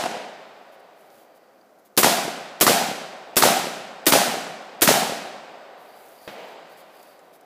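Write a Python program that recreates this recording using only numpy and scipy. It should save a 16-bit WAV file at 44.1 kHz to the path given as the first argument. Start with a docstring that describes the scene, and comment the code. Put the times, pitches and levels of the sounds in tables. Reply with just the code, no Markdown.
"""A self-loading rifle fires five times a few metres away, on a grass range ringed by earth banks and pines.
Each shot: hammer click, overloading blast, bolt slam, slaps off screens and banks, long wash from the trees.
An earlier shot is still dying at the start; a far gun answers near the end.
The shooter walks through the grass with rattling gear; a thin buzz, likely an insect, comes and goes."""
import sys
import numpy as np
from scipy import signal
from scipy.io import wavfile

SR = 44100
rng = np.random.default_rng(int(sys.argv[2]) if len(sys.argv) > 2 else 0)


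def int16_out(signal):
    """Quantize to a 16-bit WAV file."""
    q = np.round(np.clip(np.atleast_2d(signal).T, -1, 1) * 32767)
    wavfile.write(sys.argv[1], SR, q.astype(np.int16))


N = 328545
TIME_S = np.arange(N) / SR

# Near shots. Each row: start in seconds, blast trim in dB, echo trim in dB.
NEAR_SHOTS = [(1.9752, -1.5, -.5), (2.6100, -1, -0.5), (3.3667, -2, 0), (4.0657, -1.5, 0), (4.8187, -1, 0)]
# Slaps off screens, banks and forest edge, for the earlier shot's spot and for the near rifle.
# Each row: delay in seconds, pitch in Hz, thump level within the slap in dB.
EARLIER_REFLECTIONS = [(.1475, 800, -9), (.1690, 840, -10), (.1725, 705, -18), (.2240, 710, -16),
                       (.2770, 725, -13)]
NEAR_REFLECTIONS = [(.0568, 1250, -7), (.0682, 950, -12), (.0708, 620, -6), (.0858, 470, -14),
                    (.0942, 580, -14), (.1068, 650, -15), (.121, 700, -16), (.151, 720, -14),
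                    (.215, 720, -12), (.276, 600, -5), (.303, 450, -4), (.402, 720, -16)]
# Noise spectra. Each row: frequency in Hz, relative density in dB.
BLAST_SPECTRUM = [(18, -55), (30, -24.5), (129, -9.5), (346, 5.5), (472, -1.5), (698, 1), (837, -6),
                  (978, -5.5), (1200, -2), (1600, -6), (6200, -6.5), (12800, -5), (15000, -5)]
WASH_SPECTRUM = [(29, -76.5), (50, -51.5), (91, -34), (209, 0), (253, -13), (354, -7.5), (544, -12),
                 (613, 4.5), (724, -6), (1060, -14), (1380, -10), (1840, -13), (4550, -13), (11800, -14.5),
                 (15000, -19)]
RUMBLE_SPECTRUM = [(47, -81), (80, -50), (199, -5.5), (237, -17.5), (295, -7.5), (359, -9.5), (513, -4),
                   (650, -1), (746, -1), (927, -8), (4600, -20), (5490, -33.5), (7680, -25.5), (9000, -47),
                   (11700, -83), (19800, -120)]
FAR_BLAST_SPECTRUM = [(29, -33), (50, -36), (137, -3.5), (667, -2), (1080, -8), (1750, -6), (2010, -8),
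                      (3250, -10), (8910, -34), (12000, -35), (15600, -59), (22000, -120)]
FAR_WASH_SPECTRUM = [(53, -61), (90, -37), (116, -29), (202, -8), (351, -13), (436, -0.5), (510, 1),
                     (699, 3.5), (1240, -14), (1480, -9), (2720, -10.5), (10000, -35), (13000, -69),
                     (22000, -120)]
RUSTLE_SPECTRUM = [(1500, -9), (3500, -5), (6000, -8), (9500, -7), (12500, -1.5), (15000, -5.5)]
AIR_SPECTRUM = [(18, -57), (30, -32), (113, -21.5), (195, -6.5), (426, -2), (581, 0.5), (754, -3.5),
                (928, -24), (1170, -7), (1690, -17.5), (3500, -28.5), (4900, -25), (9150, -31),
                (15000, -27.5)]
# Echo decay; air absorbs the treble. Each row: frequency in Hz, T60 in seconds.
WASH_DECAY = [(60, 0.46), (200, 1.096), (700, 1.1), (1500, 1.1), (3200, 0.98), (6500, 0.79), (10000, 0.63),
              (15000, 0.54)]
RUMBLE_DECAY = [(150, 3), (650, 5.33), (1500, 4.67), (3200, 3.75), (8000, 2.8)]
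# Grass and cloth swishes; buzz bouts. Each row: start in seconds, length in seconds, level in dB.
SWISH_BOUTS = [(.715, .05, -64), (.79, .025, -66), (.945, 0.19, -66.5), (1.08, 0.21, -61.5),
               (1.34, .05, -64), (1.783, .025, -66), (1.845, 0.042, -61), (5.76, 0.22, -63),
               (5.89, 0.39, -57.5), (6.185, .2, -55.5), (6.33, 0.26, -62.5), (6.55, 0.98, -69),
               (6.68, 0.089, -63), (6.765, .065, -55.5), (6.89, .31, -61), (7.325, 0.053, -58)]
BUZZ_BOUTS = [(1.0, 0.75, -77), (5.86, .2, -68), (6.12, .4, -63), (6.69, .17, -68), (6.9, 0.33, -67)]
# Gear contacts. Each row: start in seconds, relative level in dB, pitch in Hz.
GEAR_TICKS = [(1.008, -53, 8000), (1.102, -48, 3900), (1.6125, -59, 5200), (1.8585, -56, 9000),
              (6.088, -45, 12000), (6.5985, -59, 8000), (6.774, -56, 9000), (7.0295, -42, 11000),
              (7.192, -48, 7000), (7.3335, -57, 6000), (7.410, -48, 8900)]


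def from_db(db):
    """Decibels to gain."""
    return 10 ** (np.asarray(db) / 20)


def unit_rms(x):
    """Scale to rms 1."""
    return x / np.sqrt(np.mean(x ** 2) + 1e-20)


def at_hz(table, hz):
    """Read a table on a log-frequency axis."""
    table_hz, values = np.transpose(table)
    return np.interp(np.log(hz), np.log(table_hz), values)


def butter(x, order, edges_hz, kind="band"):
    """Butterworth filter."""
    return signal.sosfilt(signal.butter(order, edges_hz, kind, fs=SR, output="sos"), x)


def add(out, sound, start_s):
    """Mix a sound in; start_s may be negative."""
    start = round(start_s * SR)
    part = sound[max(-start, 0):len(out) - start]
    out[max(start, 0):max(start, 0) + len(part)] += part


def noise(spectrum, size, decay=None):
    """Third-octave noise starting near rms 1; a decay table gives each band its own T60."""
    edges_hz = np.geomspace(25, 16000, 29)
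    centres_hz = np.sqrt(edges_hz[1:] * edges_hz[:-1])
    gains = from_db(at_hz(spectrum, centres_hz))
    gains /= np.sqrt(np.sum(gains ** 2 * np.diff(edges_hz)) / (SR / 2))
    run_in = SR // 10
    white = rng.standard_normal((2, size + run_in))
    out = np.zeros(size)
    for k, hz in enumerate(centres_hz):
        band = butter(white[k % 2], 2, edges_hz[k:k + 2])[run_in:]
        fade = from_db(-60 * TIME_S[:size] / at_hz(decay, hz)) if decay else 1
        out += gains[k] * band * fade
    return out


def burst(hz, octaves, t60_s):
    """A contact: a sudden, fast-dying noise band."""
    t = TIME_S[:SR // 10]
    half_width = 2 ** (octaves / 2)
    edges_hz = np.clip([hz / half_width, hz * half_width], 20, [.4 * SR, .45 * SR])
    band = butter(rng.standard_normal(len(t)), 2, edges_hz)
    return unit_rms(band) * from_db(-60 * t / t60_s)


def swing(hz, rise_cycles):
    """A pressure swing of a few cycles, height about 1."""
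    cycles = TIME_S[:SR // 10] * hz
    return np.sin(2 * np.pi * cycles) * cycles / rise_cycles * np.exp(1 - cycles / rise_cycles)


def swell(size, onset_s, rise_s):
    """Echo onset as the blast reaches the trees."""
    return (1 + np.tanh((TIME_S[:size] - onset_s) / rise_s)) / 2


def flutter(size, depth_db, lump_samples):
    """Lumpy random gain, rms 1."""
    white = rng.standard_normal(size + 2 * lump_samples)
    lumps = signal.fftconvolve(white, np.hanning(2 * lump_samples + 1), "valid")
    return unit_rms(from_db(depth_db * unit_rms(lumps)))


def bouts(rows, attack_share=.22, release_share=.37):
    """Gain that swells, holds and fades per row; overlaps add in power."""
    power = np.zeros(N)
    for start_s, length_s, db in rows:
        progress = (TIME_S - start_s) / length_s
        ramp = np.minimum(progress / attack_share, (1 - progress) / release_share)
        power += (from_db(db) * np.clip(ramp, 0, 1)) ** 2
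    return np.sqrt(power)


def slaps(rows, near_delay_s=.06):
    """Reflected blasts: a dull swing roughened by the surface, a low thump, bright splinters."""
    out = np.zeros(SR)
    for delay_s, hz, thump_db in rows:
        doublings = np.log2(delay_s / near_delay_s)   # longer path: weaker, duller
        wobble = rng.standard_normal(3)   # the shooter shifts between shots
        pitch_hz = hz * from_db(.6 * wobble[0])
        body = .75 * swing(pitch_hz, rise_cycles=.7) + .42 * burst(pitch_hz, octaves=1.6, t60_s=.028)
        thump = from_db(thump_db) * swing(290 * from_db(1.8 * wobble[1]), rise_cycles=.38)
        splinters = from_db(-9.5 - 4 * doublings) * burst(3000, octaves=2.4, t60_s=.022)
        slap = from_db(-2.5 - 8 * doublings) * (body + thump + splinters)
        add(out, slap, delay_s + .0003 * wobble[2])
    return butter(out, 4, 115, "high")


def tree_echoes(size, ring_hz=735, width_hz=170, ring_t60_s=.97):
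    """Near trees answer broadly, the forest behind with a hollow ring."""
    hollow = butter(rng.standard_normal(size), 2, [ring_hz - width_hz / 2, ring_hz + width_hz / 2])
    ring = unit_rms(hollow) * from_db(-5 - 60 * TIME_S[:size] / ring_t60_s)
    return noise(WASH_SPECTRUM, size, WASH_DECAY) + ring * swell(size, onset_s=.091, rise_s=.017)


def forest_rumble(rise_s=.24):
    """The deep forest returns a shot for seconds."""
    t = TIME_S[:4 * SR]
    return noise(RUMBLE_SPECTRUM, len(t), RUMBLE_DECAY) * np.minimum(t / rise_s, 1)


def far_wash(onset_s, rise_s):
    """Countless small echoes off far trunks and leaves."""
    size = 5 * SR // 4
    return noise(FAR_WASH_SPECTRUM, size, WASH_DECAY) * swell(size, onset_s, rise_s)


def earlier_shot(rumble, start_s=-.11, band_hz=(150, 7000)):
    """Dying echoes of a shot from another spot, duller and thinner."""
    out = np.zeros(N)
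    add(out, from_db(-1) * slaps(EARLIER_REFLECTIONS), start_s)
    add(out, from_db(-19) * butter(tree_echoes(5 * SR // 4), 1, band_hz), start_s)
    add(out, from_db(-29) * far_wash(onset_s=.053, rise_s=.036), start_s + .17)   # farther tree line
    add(out, from_db(-38.5) * rumble, start_s)
    return out


def outdoor_air(level_db=-57):
    """Faint steady noise of the open air."""
    return from_db(level_db) * noise(AIR_SPECTRUM, N)


def swishes():
    """Shoes brush grass and cloth moves, in fine grains."""
    return bouts(SWISH_BOUTS) * flutter(N, depth_db=1.5, lump_samples=110) * noise(RUSTLE_SPECTRUM, N)


def buzz(hz=4680, width_hz=420):
    """Bouts of narrow high noise, insect-like."""
    band = butter(rng.standard_normal(N), 2, [hz - width_hz / 2, hz + width_hz / 2])
    return bouts(BUZZ_BOUTS) * unit_rms(band) * flutter(N, depth_db=1.2, lump_samples=250)


def gear_rattle(ping_hz=4700, ping_db=-55, ping_t60_s=.026):
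    """Sling and magazines tick; a small metal part rings once."""
    out = np.zeros(N)
    for start_s, db, hz in GEAR_TICKS:
        add(out, from_db(db - 6) * burst(hz, octaves=1.4, t60_s=.025), start_s)
    t = TIME_S[:SR // 4]
    ping = from_db(ping_db - 60 * t / ping_t60_s) * np.sin(2 * np.pi * ping_hz * t)
    add(out, ping, start_s=1.6125)
    return out


def hammer_click():
    """The hammer falls."""
    return from_db(-23.5) * burst(5700, octaves=4.5, t60_s=.012)


def muzzle_blast(rise_s=.00068, hold_s=.013, t60_s=.17, grass_t60_s=.69):
    """The blast snaps, holds briefly and falls, leaving hiss scattered by the grass."""
    t = TIME_S[:SR // 4]
    fall = from_db(-150 * np.minimum(t, hold_s) - 60 * np.maximum(t - hold_s, 0) / t60_s)
    grass = from_db(-15 - 60 * t / grass_t60_s)
    envelope = np.minimum(t / rise_s, 1) * np.hypot(fall, grass)
    blast = from_db(-9) * noise(BLAST_SPECTRUM, len(t)) * envelope
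    add(blast, from_db(-14) * burst(2800, octaves=2, t60_s=.05), 0)   # snap
    return blast


def bolt_slam():
    """The bolt slams home."""
    return from_db(-15) * burst(9800, octaves=2, t60_s=.015)


def near_wash(steady, lumps, split_hz=1300):
    """Long waves return much alike each shot; moving air and leaves scramble the short ones."""
    size = len(steady)
    fresh = tree_echoes(size)
    alike = .77 * steady + .64 * fresh
    roll = butter(alike * lumps * swell(size, onset_s=.067, rise_s=.035), 3, [50, split_hz])
    hiss = butter(fresh * swell(size, onset_s=.055, rise_s=.0054), 3, split_hz, "high")
    return from_db(-11) * roll + from_db(-9.5) * hiss


def rifle(rumble, hammer_lead_s=.0075, bolt_lag_s=.0385):
    """Five near shots, each with its action noise and echoes."""
    out = np.zeros(N)
    steady = tree_echoes(5 * SR // 4)
    lumps = flutter(len(steady), depth_db=2.6, lump_samples=260)
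    for start_s, blast_db, echo_db in NEAR_SHOTS:
        wash = near_wash(steady, lumps)
        add(out, hammer_click(), start_s - hammer_lead_s)
        add(out, from_db(blast_db) * muzzle_blast(), start_s)
        add(out, bolt_slam(), start_s + bolt_lag_s)
        add(out, slaps(NEAR_REFLECTIONS), start_s)
        add(out, from_db(echo_db) * wash, start_s)
        add(out, from_db(echo_db - 34) * rumble, start_s)
    return out


def far_gun(rumble, start_s=6.2765, t60_s=.23):
    """A dull pop from another bay, its wash about as loud as the blast."""
    out = np.zeros(N)
    t = TIME_S[:SR // 2]
    blast = from_db(-34 - 60 * t / t60_s) * noise(FAR_BLAST_SPECTRUM, len(t))
    pop = from_db(-28) * swing(580, rise_cycles=.51)
    snap = from_db(-44) * burst(2200, octaves=1.9, t60_s=.016)
    wash = from_db(-31.5) * far_wash(onset_s=.065, rise_s=.053)
    for part in (blast, pop, snap, wash, from_db(-41.5) * rumble):
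        add(out, part, start_s)
    return out


def scene():
    """All sources over the outdoor air, mono."""
    rumble = forest_rumble()
    air = outdoor_air()
    gunfire = rifle(rumble) + earlier_shot(rumble) + far_gun(rumble)
    walking = swishes() + gear_rattle()
    return (gunfire + walking + buzz() + air)[None]


def record(dry, ceiling=.68, cutoff_hz=15450):
    """The microphone overloads on the blasts; the top is cut."""
    squashed = dry / (1 + (dry / ceiling) ** 4) ** (1 / 4)
    lowpass = signal.firwin(301, cutoff_hz, window="blackman", fs=SR)
    return signal.fftconvolve(squashed, lowpass[None], "same")


dry = scene()
out = record(dry)
int16_out(out)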